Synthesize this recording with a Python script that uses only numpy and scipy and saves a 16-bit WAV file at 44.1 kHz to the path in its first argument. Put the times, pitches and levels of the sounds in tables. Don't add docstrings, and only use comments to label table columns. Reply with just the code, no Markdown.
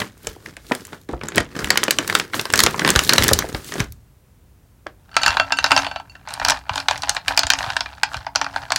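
import sys
import numpy as np
from scipy import signal
from scipy.fft import rfft, irfft, next_fast_len
from scipy.io import wavfile

SR = 44100
rng = np.random.default_rng(int(sys.argv[2]) if len(sys.argv) > 2 else 0)


def pcm_store(signal):
    levels = np.round(np.clip(np.atleast_2d(signal), -1, 1) * 32767)
    wavfile.write(sys.argv[1], SR, levels.astype(np.int16).T)


N = 387198

# start_s, level_db, tilt_db_per_oct
FOIL_SNAPS = [(0.018, -13.5, -12), (0.27, -12.5, 3.5), (0.46, -24, -0.5), (0.567, -26, -2),
              (0.719, -8.5, -8), (0.75, -17.5, 3), (0.851, -25.5, 3.5), (0.93, -21.5, -15.5),
              (1.089, -31, -6), (1.213, -21, -14), (1.234, -24, -15.5), (1.25, -31, -24), (1.285, -16, 2),
              (1.32, -24.5, -7.5), (1.348, -25.5, -5), (1.358, -8.5, 9.5), (1.38, -2.5, -1),
              (1.553, -29, 1), (1.59, -17.5, -5), (1.644, -11, 2.5), (1.704, 1.5, -0.5),
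              (1.757, -12.5, -7.5), (1.774, -0.5, 2), (1.832, -7.5, -4), (1.837, -3.5, 7),
              (1.881, -9.5, -4.5), (1.908, 4, 7.5), (1.986, -3.5, -2.5), (2.077, -9, 8),
              (2.098, -8.5, -0.5), (2.126, -14.5, -4.5), (2.151, 0.5, 1), (2.198, -7.5, -1),
              (2.334, -16, -3), (2.342, -11, -12.5), (2.395, -8.5, -2.5), (2.454, -13, -4),
              (2.502, -16, -4), (2.525, -18, 12.5), (2.537, -0.5, -3), (2.557, -6.5, 4), (2.576, -8, 2.5),
              (2.591, 1, 1.5), (2.603, 2.5, 5), (2.636, 4, 5.5), (2.663, -2.5, -1), (2.669, -5, -8),
              (2.743, -13, -20), (2.794, -8.5, -3.5), (2.818, -13, -23.5), (2.848, -3.5, -8),
              (2.876, -4.5, -3), (2.89, -5, 0), (2.903, -0.5, 5), (2.953, -8.5, -6), (2.96, -0.5, -0.5),
              (2.991, -0.5, -1), (3.093, 3.5, 0), (3.125, -9, -4.5), (3.134, 2.5, 4.5), (3.16, -13.5, 2.5),
              (3.181, 4, -2), (3.223, -6.5, 1), (3.235, -4.5, 8), (3.24, 1.5, 10.5), (3.281, 3.5, 10.5),
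              (3.289, -4, 0), (3.333, 6, 8.5), (3.389, -2, 2), (3.423, -16.5, -9), (3.547, -15.5, -8.5),
              (3.721, -19, -6), (3.739, -20, 0.5), (3.796, -19.5, 0.5), (3.803, -9, -4), (3.922, -19, 13.5),
              (4.867, -23.5, -6.5)]
# start_s, level_db
WALL_KNOCKS = [(0.268, -18.5), (0.362, -30), (0.474, -29), (0.57, -33.5), (0.711, -5.5), (1.09, -15),
               (1.133, -13), (1.38, -8.5), (1.88, -9), (1.988, -12.5), (2.663, -14.5), (2.745, -28),
               (2.851, -33.5), (2.962, -27), (3.094, -20.5), (3.136, -13.5), (3.179, -9), (3.312, -3.5),
               (3.442, -16), (3.545, -17), (3.752, -21), (4.863, -20)]
# peak_s, swell_s, dying_s, crinkle_db, hiss_db
BAG_GRIPS = [(0.0, .05, 0.1, -22.5, -32.5), (0.28, 0.2, 0.22, -43, -45.5), (0.47, 0.14, 0.14, -40.5, -48),
             (0.73, 0.19, 0.31, -41, -41), (0.94, 0.19, .11, -41, -49), (1.1, 0.017, 0.14, -33, -59),
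             (1.24, 0.038, 0.11, -29.5, -59.5), (1.38, 0.07, 0.089, -16.5, -52),
             (1.6, 0.12, 0.9, -27.5, -41.5), (2.18, 0.48, 0.13, -28, -35.5),
             (2.35, 0.031, 0.15, -28, -27.5), (2.6, 0.15, 0.26, -21.5, -29), (2.89, 0.22, 0.16, -19, -35.5),
             (3.05, 0.43, 0.41, -52, -29.5), (3.23, 0.38, 0.39, -19.5, -29.5), (3.56, .08, 0.16, -45, -38),
             (3.68, 0.11, 0.19, -63, -34.5), (3.8, 0.15, 0.07, -24.5, -35.5)]
# freq_hz, density_db_per_hz
FOIL_SPECTRUM = [(59, -14.5), (100, 3.5), (398, 2.5), (705, -9), (1680, -6), (2520, -14), (7770, -13),
                 (16000, -24)]
# freq_hz, density_db_per_hz
HUSH_SPECTRUM = [(12, -41.5), (20, -14.5), (32, -20), (53, -0.5), (110, -4.5), (210, -15), (472, -24),
                 (4000, -39), (16000, -39)]
# freq_hz, t60_s
ROOM_DECAY = [(200, 0.31), (1500, 0.13), (5000, 0.15), (12000, 0.0066)]
# start_s, level_db
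TABLE_JOLTS = [(0.267, -33), (1.12, -23), (1.378, -24), (1.622, -26), (2.524, -27), (2.625, -22.5),
               (2.955, -13.5), (3.181, -15), (3.309, -14), (3.433, -31), (3.535, -23), (3.796, -18),
               (5.275, -28), (6.408, -34), (6.701, -28), (7.439, -27.5), (7.669, -32), (8.155, -28)]
# start_s, level_db, tilt_db_per_oct
GLASS_TAPS = [(5.115, -41, -8), (5.143, -34, -6), (5.217, -16, 7), (5.571, -18, 12), (6.097, -41.5, 10),
              (6.235, -59, 14)]
# start_s, level_db, tilt_db_per_oct
PIECE_LANDINGS = [(5.166, 1, -5), (5.233, -2.5, -4), (5.262, 0, -2.5), (5.28, -3.5, -4.5),
                  (5.305, -12.5, -8.5), (5.348, -17.5, -28), (5.369, -6, -10.5), (5.398, -2.5, -11.5),
                  (5.505, -18, -27), (5.522, -4, -4.5), (5.587, -7, -7.5), (5.642, -2, -9),
                  (5.662, -10.5, -5), (5.708, -8, -7.5), (5.717, 1.5, -9), (5.764, -3, -9), (5.776, -3, -2),
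                  (5.79, -15, -5), (5.846, -14, -10), (5.866, -12.5, -11), (5.913, -20.5, -12.5),
                  (5.96, -16, -13), (5.999, -25.5, -12.5), (6.153, -29, -15)]
# freq_hz, level_db, t60_s
GLASS_MODES = [(1334, -4, 0.15), (1554, -3.5, 0.14), (2030, -18, 0.071), (2730, 0.5, 0.083),
               (2940, -2.5, 0.06), (4490, -3.5, 0.11), (6240, -11, 0.084), (7000, -15, 0.11),
               (8400, -15, 0.049)]
# freq_hz, width_hz, level_db
BOARD_MODES = [(276.7, 5.6, 0), (650.3, 162, 2), (885, 188, 8), (1578, 330, 5), (2430, 100, 3),
               (2606, 310, -1), (4525, 1770, 1.5), (8190, 3460, -5)]
# peak_s, swell_s, dying_s, scrape_db
PIECE_SLIDES = [(5.18, 0.043, 0.41, -33.5), (5.28, 0.15, 0.258, -24), (5.78, 0.28, 0.17, -21.5),
                (6.12, 0.16, 0.374, -51), (6.3, 0.052, 0.33, -31.5), (6.5, 0.15, 0.11, -20.5),
                (6.77, 0.083, 0.11, -23.5), (6.9, 0.019, 0.19, -25), (7.16, 0.5, 0.072, -30.5),
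                (7.3, 0.06, 0.074, -21.5), (7.39, 0.071, 0.18, -30), (7.6, 0.16, 0.48, -26),
                (8.13, 0.086, 0.17, -30.5), (8.37, 0.015, 0.36, -36), (8.57, 0.13, 0.26, -32.5),
                (8.78, 0.079, .1, -24.5)]
# start_s, level_db, tilt_db_per_oct
FINGER_CLACKS = [(6.274, -23, -18), (6.287, -18.5, -0.5), (6.306, -19.5, 1), (6.338, -2, 4.5),
                 (6.398, -14, -4), (6.415, -14, -25), (6.449, -0.5, -2.5), (6.485, 6.5, 3), (6.498, 8.5, 4),
                 (6.505, 8, 5), (6.519, -9.5, -11), (6.572, -24, -9), (6.694, -10.5, -9), (6.735, -24, -5),
                 (6.757, -8.5, -0.5), (6.778, -10.5, -6.5), (6.801, -13, -1), (6.884, -0.5, -5),
                 (6.91, -6.5, -6.5), (6.977, -10, 3), (7.021, -6, 4.5), (7.034, -12.5, -9),
                 (7.094, 9.5, 2.5), (7.148, -15, -3), (7.157, -13, 8), (7.166, -9.5, -8), (7.281, 2.5, 0),
                 (7.289, 2, 11), (7.307, -14, -26), (7.366, -8, 7), (7.375, 4.5, -1.5), (7.392, 5.5, 1),
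                 (7.433, -6, -4.5), (7.468, -5.5, -2.5), (7.502, 9, 1), (7.519, -10, -2.5), (7.535, -1, -2),
                 (7.588, -5, 1), (7.626, -13, 7), (7.663, -20, -31), (7.702, -12.5, -7.5),
                 (7.766, -5, -3.5), (7.807, -7.5, -5), (7.859, -18.5, -11.5), (8.033, 1.5, -1),
                 (8.143, -15.5, -8.5), (8.168, -13.5, 1), (8.266, -17, -15), (8.351, -18, -11),
                 (8.358, -1, -4.5), (8.414, -6.5, -9.5), (8.444, -17.5, -7), (8.464, -16, -13.5),
                 (8.561, -13, -7.5), (8.627, -28.5, -15), (8.704, -13, -9), (8.72, 0, -1), (8.76, 10.5, 4)]

SNAP_DB, BOOM_DB, KNOCK_DB, RING_DB, JOLT_DB = 30.5, 17, 19, -18.5, 27
SNAP_TILT_DB_PER_OCT, KNOCK_TILT_DB_PER_OCT = -2, 5
STROKE_DB = 25
GLASS_TILT_SHARE, GLASS_PIVOT_HZ, TAP_RING_DB = 0.28, 2475, 10.5
HUSH_DB = -51.5
TOP_HZ = 16000


def amp(db):
    return 10 ** (np.asarray(db) / 20)


def unit(x):
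    return x / np.sqrt(np.mean(x ** 2) + 1e-20)


def along(points, hz):
    point_hz, value = np.transpose(points)
    return np.interp(np.log(hz + 1), np.log(point_hz + 1), value)


def filtered(x, response):
    size = next_fast_len(N + SR // 2)
    hz = np.fft.rfftfreq(size, 1 / SR)
    return irfft(rfft(x, size) * response(hz), size)[..., :N]


def causal(points):
    def response(hz):
        cepstrum = irfft(along(points, hz) * np.log(10) / 20)
        half = len(cepstrum) // 2
        cepstrum[1:half] *= 2
        cepstrum[half + 1:] = 0
        return np.exp(rfft(cepstrum))
    return response


def above(edge_hz):
    return lambda hz: (1j * hz / (edge_hz + 1j * hz)) ** 2


def below(edge_hz):
    return lambda hz: (edge_hz / (edge_hz + 1j * hz)) ** 2


def bursts(start_s, level_db, tilt_db, rise_s, t60_s, tail_db, tail_t60_s, size=4096, colour=lambda hz: 1):
    t, hz = np.arange(size) / SR, np.fft.rfftfreq(size, 1 / SR)
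    noise = rng.standard_normal((len(start_s), size)) * (1 - np.exp(-t / rise_s))
    contact = rfft(noise * amp(-60 * t / t60_s))
    settling = rfft(noise * amp(tail_db - 60 * t / tail_t60_s)) * below(8000)(hz) ** 2
    own_hz = 3200 * 2 ** (0.67 * rng.standard_normal((len(start_s), 3, 1)))
    damping = 0.3j * hz * own_hz
    own = 1 + 1.64 * (damping / (own_hz ** 2 - hz ** 2 + damping)).sum(1)
    tilt = (1 + 1j * hz / 2000) ** (tilt_db[:, None] / 6)
    shape = irfft((contact * own + settling) * colour(hz) * tilt)
    shape *= (amp(level_db) / np.linalg.norm(shape, axis=1))[:, None]
    at = np.round(start_s * SR).astype(int)[:, None] + np.arange(size)
    return np.bincount(at.ravel(), shape.ravel(), N + SR)[:N]


def crackle(rate_hz, tilt_db, t60_s, noise):
    draw = rng.random((round(rate_hz * N / SR), 3))
    start_s = draw[:, 0] * N / SR
    size_db = -4.5 * np.log(draw[:, 1] + 0.12)
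    click_tilt_db = tilt_db + 12 * (draw[:, 2] - 0.5)
    clicks = bursts(start_s, size_db, click_tilt_db, rise_s=0.00016, t60_s=t60_s,
                    tail_db=-16.5, tail_t60_s=0.0087, size=1024)
    bed = filtered(rng.standard_normal(N), lambda hz: (1 + 1j * hz / 1500) ** (tilt_db / 6))
    return unit(unit(clicks) + noise * unit(bed))


def strokes(rows):
    peak_s, swell_s, dying_s, *levels_db = np.transpose(rows)[..., None]
    hop = 64
    t = np.arange(0, N + hop, hop) / SR - peak_s
    shape_db = -STROKE_DB * np.maximum(-t / swell_s, t / dying_s)
    gains = [np.linalg.norm(amp(db + shape_db), axis=0) for db in levels_db]
    return [np.repeat(gain, hop)[:N] for gain in gains]


def bag():
    start_s, level_db, tilt_db = np.transpose(FOIL_SNAPS)
    snaps = bursts(start_s, level_db + SNAP_DB, tilt_db + SNAP_TILT_DB_PER_OCT,
                   rise_s=0.00042, t60_s=0.013, tail_db=-14.5, tail_t60_s=0.16)
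    snaps = filtered(snaps, lambda hz: causal(FOIL_SPECTRUM)(hz) * above(800)(hz))
    start_s, level_db = np.transpose(WALL_KNOCKS)
    booms = bursts(start_s, level_db + BOOM_DB, 0 * start_s, rise_s=0.005, t60_s=0.023, tail_db=-27.0,
                   tail_t60_s=0.17, colour=lambda hz: (above(250)(hz) * below(600)(hz)) ** 2)
    crinkle_gain, hiss_gain = strokes(BAG_GRIPS)
    crinkle = crackle(130, tilt_db=-7.0, t60_s=0.017, noise=0.45)
    crinkle = unit(filtered(crinkle, causal(FOIL_SPECTRUM)))
    hiss = unit(filtered(crackle(59, tilt_db=-9.5, t60_s=0.012, noise=1.9), above(7500)))
    return snaps + booms + crinkle_gain * crinkle + hiss_gain * hiss


def background_hush():
    return amp(HUSH_DB) * unit(filtered(rng.standard_normal(N), causal(HUSH_SPECTRUM)))


def kitchen(x):
    out, step = np.zeros(N + SR), SR // 8
    delay = 200
    for start in range(0, N, step):
        hz, t, z = signal.stft(rng.standard_normal(SR // 2), SR, nperseg=256)
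        decay = amp(-60 * t / along(ROOM_DECAY, hz)[:, None])
        tail = signal.istft(z * decay, SR, nperseg=256)[1]
        wet = signal.fftconvolve(x[start:start + step], tail / np.linalg.norm(tail))
        out[start + delay:][:len(wet)] += wet
    return out[:N]


def table():
    start_s, level_db = np.transpose(TABLE_JOLTS)
    return bursts(start_s, level_db + JOLT_DB, 0 * start_s, rise_s=0.0048, t60_s=0.039, tail_db=-27.5,
                  tail_t60_s=0.54, size=16384, colour=lambda hz: (above(45)(hz) * below(110)(hz)) ** 3)


def bowl():
    out, t = np.zeros(N + SR), np.arange(SR // 4) / SR
    taps = [(start_s, db + TAP_RING_DB, tilt_db) for start_s, db, tilt_db in GLASS_TAPS]
    for start_s, level_db, tilt_db in PIECE_LANDINGS + taps:
        ring = np.zeros(len(t))
        for hz, mode_db, t60_s in GLASS_MODES:
            slope_db = GLASS_TILT_SHARE * tilt_db * np.log2(hz / GLASS_PIVOT_HZ)
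            strength_db = mode_db + slope_db + rng.normal(0, 4.75)
            ring += amp(strength_db - 60 * t / t60_s) * np.sin(2 * np.pi * hz * t)
        out[round(start_s * SR):][:len(t)] += amp(level_db + RING_DB) * ring
    return out[:N]


def wood(hz):
    modes = 0
    for k, (centre_hz, width_hz, level_db) in enumerate(BOARD_MODES):
        damping = 1j * hz * width_hz
        modes = modes + (-1) ** k * amp(level_db) * damping / (centre_hz ** 2 - hz ** 2 + damping)
    return modes * below(10000)(hz)


def knocks(start_s, level_db, tilt_db):
    hits = bursts(start_s, level_db + KNOCK_DB, tilt_db + KNOCK_TILT_DB_PER_OCT,
                  rise_s=0.0003, t60_s=0.011, tail_db=-4.5, tail_t60_s=0.045)
    return filtered(hits, wood)


def chocolate():
    scrape_gain, = strokes(PIECE_SLIDES)
    rattle = unit(filtered(crackle(120, tilt_db=-12.5, t60_s=0.007, noise=0.46), wood))
    rub = unit(filtered(rng.standard_normal(N), lambda hz: above(5000)(hz) * below(8000)(hz) ** 2))
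    rumble = unit(filtered(rng.standard_normal(N), lambda hz: (above(50)(hz) * below(100)(hz)) ** 2))
    hits = knocks(*np.transpose(PIECE_LANDINGS + GLASS_TAPS + FINGER_CLACKS))
    slides = scrape_gain * (rattle + amp(-16.5) * rub)
    return hits + bowl() + slides + amp(-28.5) * np.sqrt(scrape_gain) * rumble


def scene():
    foil, pieces = bag(), chocolate()
    room = kitchen(amp(-17) * foil + amp(-15.0) * pieces)
    mono = foil + background_hush() + room + table() + pieces
    return np.array([mono, mono])


def record(dry):
    return filtered(np.clip(dry, -1, 1), lambda hz: hz < TOP_HZ)


dry = scene()
out = record(dry)
pcm_store(out)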